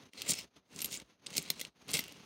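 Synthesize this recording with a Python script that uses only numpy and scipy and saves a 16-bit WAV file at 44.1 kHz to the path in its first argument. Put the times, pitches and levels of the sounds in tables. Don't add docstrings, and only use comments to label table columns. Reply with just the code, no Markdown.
import sys
import numpy as np
from scipy import signal
from scipy.fft import rfft, irfft, next_fast_len
from scipy.io import wavfile
from scipy.ndimage import uniform_filter1d, map_coordinates

SR = 44100
rng = np.random.default_rng(int(sys.argv[2]) if len(sys.argv) > 2 else 0)


def wav_out(sig):
    wavfile.write(sys.argv[1], SR, np.round(np.clip(np.atleast_2d(sig).T, -1, 1) * 32767).astype(np.int16))


N = 99225

# f/Hz, level/dB
HISS_TONE = [(25, -9), (220, 4.5), (600, 4.5), (6400, -23), (7500, -28), (15700, -27.5)]
# t/s, level/dB
DRAG_EFFORT = [(0, -55), (0.091, -65), (.122, -101.5), (0.148, -59.5), (.22, -56), (.32, -51.5), (.36, -60),
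               (0.441, -55), (.49, -78), (0.529, -75), (.56, -63.5), (0.584, -63.5), (0.608, -83),
               (0.692, -73), (0.724, -57.5), (.79, -54.5), (.88, -56), (.95, -55), (1.02, -58),
               (1.043, -73.5), (1.11, -63.5), (1.174, -81.5), (1.235, -64), (1.28, -56), (1.36, -53),
               (1.55, -57.5), (1.687, -56), (1.715, -90.5), (1.75, -75), (1.824, -59.5), (1.859, -66.5),
               (1.887, -50.5), (1.96, -46.5), (2.051, -58), (2.25, -58.5)]
# f/Hz, level/dB
RASP_TONE = [(150, -14.5), (600, -0.5), (900, 3), (1350, 2), (1750, 0), (2250, 1.5), (4000, 0), (5500, -5),
             (6500, 1), (7300, -24.5), (10000, -14), (15700, -25)]
# f/Hz, level/dB
RUMBLE_TONE = [(25, -47), (55, -6.5), (120, -5.5), (160, -3.5), (230, -0.5), (330, -5), (490, -9),
               (660, -14.5), (4000, -80.5)]
# t/s, level/dB
PRESSES = [(0.295, -34), (.32, -42.5), (0.75, -49), (0.761, -42), (0.847, -42), (1.315, -46.5),
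           (1.365, -42.5), (1.3817, -33.5), (1.502, -40), (1.872, -51), (1.942, -33), (1.991, -68)]
# f/Hz, level/dB, t60/s
CARD_NOTES = [(114, -16.5, 0.051), (165.4, -1.5, 0.07), (209, 1.5, 0.058), (265, -4, 0.044),
              (403, -2, 0.049), (444.4, -9, 0.026)]
HEAP_NOTES = [2300, 2745, 3035, 3355, 4035, 4325, 4817, 5170, 6274, 6600, 7226, 7494, 7787, 8888]
# t/s, level/dB, f/Hz, t60/s
COIN_RINGS = [(.263, -45, 13200, 0.013), (.804, -47, 12900, 0.029), (.8185, -34, 12850, 0.054),
              (.8447, -30.5, 12750, 0.051), (.9203, -40, 13000, 0.019), (.9735, -29.5, 7400, 0.014),
              (1.3695, -33, 13030, .04), (1.5015, -23.5, 4120, 0.02), (1.9785, -40, 13150, .04),
              (1.9905, -34.5, 12900, 0.033)]
# ratio to its pitch, level/dB
COIN_NOTES = [(.99, -1.5), (1.008, -1), (1.035, -7.5)]
# t/s, level/dB, rise/s, fall/s, brightness/(dB per octave), singing f/Hz
STROKES = [(0.186, -48.5, 0.046, 0.18, -1, 4120), (0.289, -42.5, 0.066, 0.089, -5, 7200),
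           (0.308, -25, .026, 0.014, 10.5, 7600), (0.392, -40.5, 0.057, 0.04, 0, 5200),
           (0.794, -50.5, 0.077, 0.19, 6.5, 2830), (.947, -40, 0.068, 0.038, 3.5, 6670),
           (1.375, -42.5, 0.071, 0.078, 0.5, 6400), (1.461, -51.5, 0.084, 0.17, -2, 3900),
           (1.61, -51, 0.082, 0.058, 3, 4130), (1.9, -45, 0.024, 0.032, -1, 3990),
           (1.95, -28.5, 0.019, 0.023, 0, 7800), (1.965, -37.5, .02, 0.06, 5.5, 3420),
           (2.02, -53, 0.1, 0.23, -2.5, 2880)]
# f/Hz, level/dB
SCRAPE_TONE = [(80, -26), (230, -1.5), (500, -1.5), (750, -15), (1700, -14.5), (2200, 0), (5000, -1),
               (7700, -7.5), (9400, -8), (11300, -24.5), (13200, -16.5), (15700, -17)]
# t/s, level/dB, chatter length/s, brightness/(dB per octave), top treble/dB
CONTACTS = [(0.134, -48.5, .003, -6, 6), (0.219, -27.5, .0014, -4, 5.5), (.263, -48, .004, -2, 2),
            (0.291, -37, .0015, 3.5, -2.5), (0.2946, -24, .002, 6.5, -11.5), (0.2987, -29.5, .001, -13, -5),
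            (0.312, -24.5, .001, 15, -7), (0.317, -30, .0015, 6.5, -7.5), (0.3197, -23.5, .0015, -1, -3),
            (0.335, -26, .0008, 8, -9), (0.339, -31.5, .003, -3.5, -1), (0.353, -35.5, .0012, 4, 1),
            (0.3885, -35.5, .003, -2, 4), (0.7618, -39, .001, 5, -2), (0.7893, -38, .006, -0.5, 1),
            (0.805, -35.5, .002, -1, 3), (0.8178, -26.5, .0015, 4.5, 0), (0.8234, -35, .002, -5, 1),
            (0.8451, -28, .005, -0.5, 11), (0.858, -31, .0015, 6, -1), (.913, -39, .002, 1, -18),
            (0.962, -41, .002, -1, -15), (0.999, -44, 0.004, -4, -3), (1.263, -41.5, .003, -2, -6.5),
            (1.2669, -33, .0028, 1, -15), (1.304, -45, .005, -2, -2), (1.33, -41, .001, -3, -4),
            (1.352, -38, .003, -5, -14), (1.3645, -32.5, .003, 0.5, 2), (1.3688, -19.5, .0012, 2.5, 1),
            (1.3797, -23.5, .0005, 5, 18), (1.38, -22, .003, -1, 4), (1.4256, -40.5, .002, 8.5, 6),
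            (1.478, -42, .002, -9, -3), (1.5018, -21.5, .0038, -3.5, 13), (1.5957, -39, .003, -4.5, 2),
            (1.6017, -36, .003, -3.5, 3), (1.6125, -29.5, .004, -4, 10.5), (1.6503, -35, .0012, -5.5, -5),
            (1.882, -45, 0.0027, -0.5, 3), (1.9075, -35, .001, 16, 0), (1.915, -35, .003, -1.5, 9),
            (1.9348, -25.5, .0015, 6, -18), (1.939, -22.5, .0035, 5, -0.5), (1.9484, -46, .003, 18, 2),
            (1.970, -25.5, .002, -5.5, 2), (1.991, -27.5, .005, -8.5, 16), (2.006, -37, .003, -4.5, 5),
            (2.0393, -40, .003, -4.5, 10), (2.081, -40.5, .002, -7.5, 11), (2.1226, -45, .002, -4, 9)]
# f/Hz, level/dB
CLICK_TONE = [(80, -22), (250, 0), (500, -6.5), (750, -14.5), (1700, -14), (2100, 1), (4200, 3), (7000, 3),
              (9500, 1), (11500, -10), (13200, -6), (15700, -12)]


def amp(db):
    return 10 ** (np.asarray(db) / 20)


def unit(x):
    return x / np.sqrt(np.mean(x ** 2) + 1e-20)


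def add(track, start_s, sound):
    part = track[max(0, round(start_s * SR)):][:len(sound)]
    part += sound[:len(part)]


def with_tone(x, tone, tilt_db=0, top_db=0):
    size = 2048
    f = np.fft.rfftfreq(size, 1 / SR) + 1
    hz, db = np.transpose(tone)
    tilt = tilt_db * np.log2(np.clip(f, 2000, 9000) / 2000)
    top = top_db * np.clip((f - 8500) / 3000, 0, 1)
    gain = amp(np.interp(np.log(f), np.log(hz), db) + tilt + top)
    cepstrum = irfft(np.log(gain))
    cepstrum[1:size // 2] *= 2
    cepstrum[size // 2 + 1:] = 0
    kernel = irfft(np.exp(rfft(cepstrum)))
    return signal.fftconvolve(x, kernel / np.linalg.norm(kernel))[:len(x)]


def slips(per_s, spread, size=N):
    hits = (rng.random(size) < per_s / SR) * np.sign(rng.standard_normal(size))
    hits *= np.exp(spread * rng.standard_normal(size))
    power = np.abs(uniform_filter1d(hits ** 2, size=400))
    return hits / np.sqrt(power + 1e-6)


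def wobble(per_s):
    return map_coordinates(rng.standard_normal(N // 10), [np.arange(N) * per_s / SR])


def struck(notes, attack_s):
    t = np.arange(SR // 4) / SR
    ringing = sum(amp(db + rng.normal(0, 2) - 60 * t / t60) * np.sin(2 * np.pi * hz * t)
                  for hz, db, t60 in notes)
    return ringing * (1 - np.exp(-t / attack_s))


def room_hiss():
    return amp(-81.5) * with_tone(rng.standard_normal(N), HISS_TONE)


def wall_echo(x, t60, delay_s):
    t = np.arange(SR // 3) / SR
    tail = rng.standard_normal(len(t)) * amp(-60 * t / t60) * (t > delay_s)
    return signal.fftconvolve(x, tail / np.linalg.norm(tail))[:N]


def with_heap_ring(x, t60=0.044):
    t = np.arange(SR // 8) / SR
    decay = np.log(1000) / t60
    notes = sum(np.cos(2 * np.pi * hz * t) for hz in HEAP_NOTES)
    ring = 2 * decay / SR * np.exp(-decay * t) * notes
    return x + amp(-5.5) * signal.fftconvolve(x, ring)[:N]


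def card_dragging(flutter_db=2.5, knocks_per_s=160):
    effort_db = np.interp(np.arange(N) / SR, *np.transpose(DRAG_EFFORT))
    effort = amp(effort_db + flutter_db * wobble(per_s=90))
    rasp = with_tone(effort * slips(per_s=7000, spread=0.29), RASP_TONE)
    rumble = with_tone(effort * slips(per_s=7000, spread=0.29), RUMBLE_TONE)
    knocks = (rng.random(N) < knocks_per_s / SR) * np.exp(0.6 * rng.standard_normal(N))
    ticks = with_heap_ring(with_tone(knocks * effort ** 2 / effort.max(), CLICK_TONE))
    return amp(-3.5) * (rasp + rumble) + amp(16) * ticks


def card_thuds(pitch_spread=0.025):
    out = np.zeros(N)
    for start_s, db in PRESSES:
        notes = [(hz * (1 + pitch_spread * rng.normal()), level, t60) for hz, level, t60 in CARD_NOTES]
        add(out, start_s, amp(db) * struck(notes, attack_s=0.0037))
    return out


def coin_rings():
    out = np.zeros(N)
    for start_s, db, hz, t60 in COIN_RINGS:
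        notes = [(hz * ratio, level, t60) for ratio, level in COIN_NOTES]
        add(out, start_s, amp(db) * struck(notes, attack_s=0.0009))
    return out


def coin_scrapes(lead_s=0.15, medium_db=-40.5, medium_catches_per_s=4500, grab_db=2.6):
    out, t = np.zeros(N), np.arange(SR // 2) / SR
    for peak_s, db, rise_s, fall_s, tilt_db, hz in STROKES:
        from_peak = np.maximum((lead_s - t) / rise_s, (t - lead_s) / fall_s)
        swell = amp(db - 20 * from_peak ** 1.35)
        speed = amp((db - medium_db) / 2)
        catches = slips(medium_catches_per_s * speed, spread=0.5, size=len(t))
        grip = amp(grab_db * wobble(per_s=220)[:len(t)])
        grit = unit(catches * grip)
        song = unit(signal.lfilter(*signal.iirpeak(hz, Q=18, fs=SR), grit))
        grind = with_tone(swell * grit, SCRAPE_TONE, tilt_db)
        add(out, peak_s - lead_s, grind + amp(-8.5) * swell * song)
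    return out


def coin_clicks(chatter_spread=0.32, buzz_t60=0.027):
    out, t = np.zeros(N), np.arange(2048) / SR
    for start_s, db, length_s, tilt_db, top_db in CONTACTS:
        fade = np.exp(-(t / length_s) ** 2)
        chatter = fade * rng.standard_normal(len(t))
        chatter *= np.exp(chatter_spread * rng.standard_normal(len(t)))
        chatter *= np.linalg.norm(fade) / np.linalg.norm(chatter)
        buzz = amp(-10 - 60 * t / buzz_t60) * rng.standard_normal(len(t))
        add(out, start_s, amp(db) * with_tone(chatter + buzz, CLICK_TONE, tilt_db, top_db))
    return out


def scene():
    coins = amp(-2.5) * with_heap_ring(coin_clicks() + coin_scrapes()) + coin_rings()
    box_echo = amp(-10) * wall_echo(coins, t60=0.0067, delay_s=0.0013)
    box = coins + box_echo + card_dragging() + card_thuds()
    room_echo = amp(-17) * wall_echo(box, t60=0.057, delay_s=0.0063)
    return (box + room_echo + room_hiss())[None]


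def record(dry):
    low_hz, top_hz = 56, 16000
    thinned = signal.sosfilt(signal.butter(4, low_hz, "high", fs=SR, output="sos"), dry)
    size = next_fast_len(N + SR // 2)
    treble_cut = 1 / (1 + (np.fft.rfftfreq(size, 1 / SR) / top_hz) ** 160)
    return irfft(rfft(thinned, size) * treble_cut, size)[..., :N]


dry = scene()
out = record(dry)
wav_out(out)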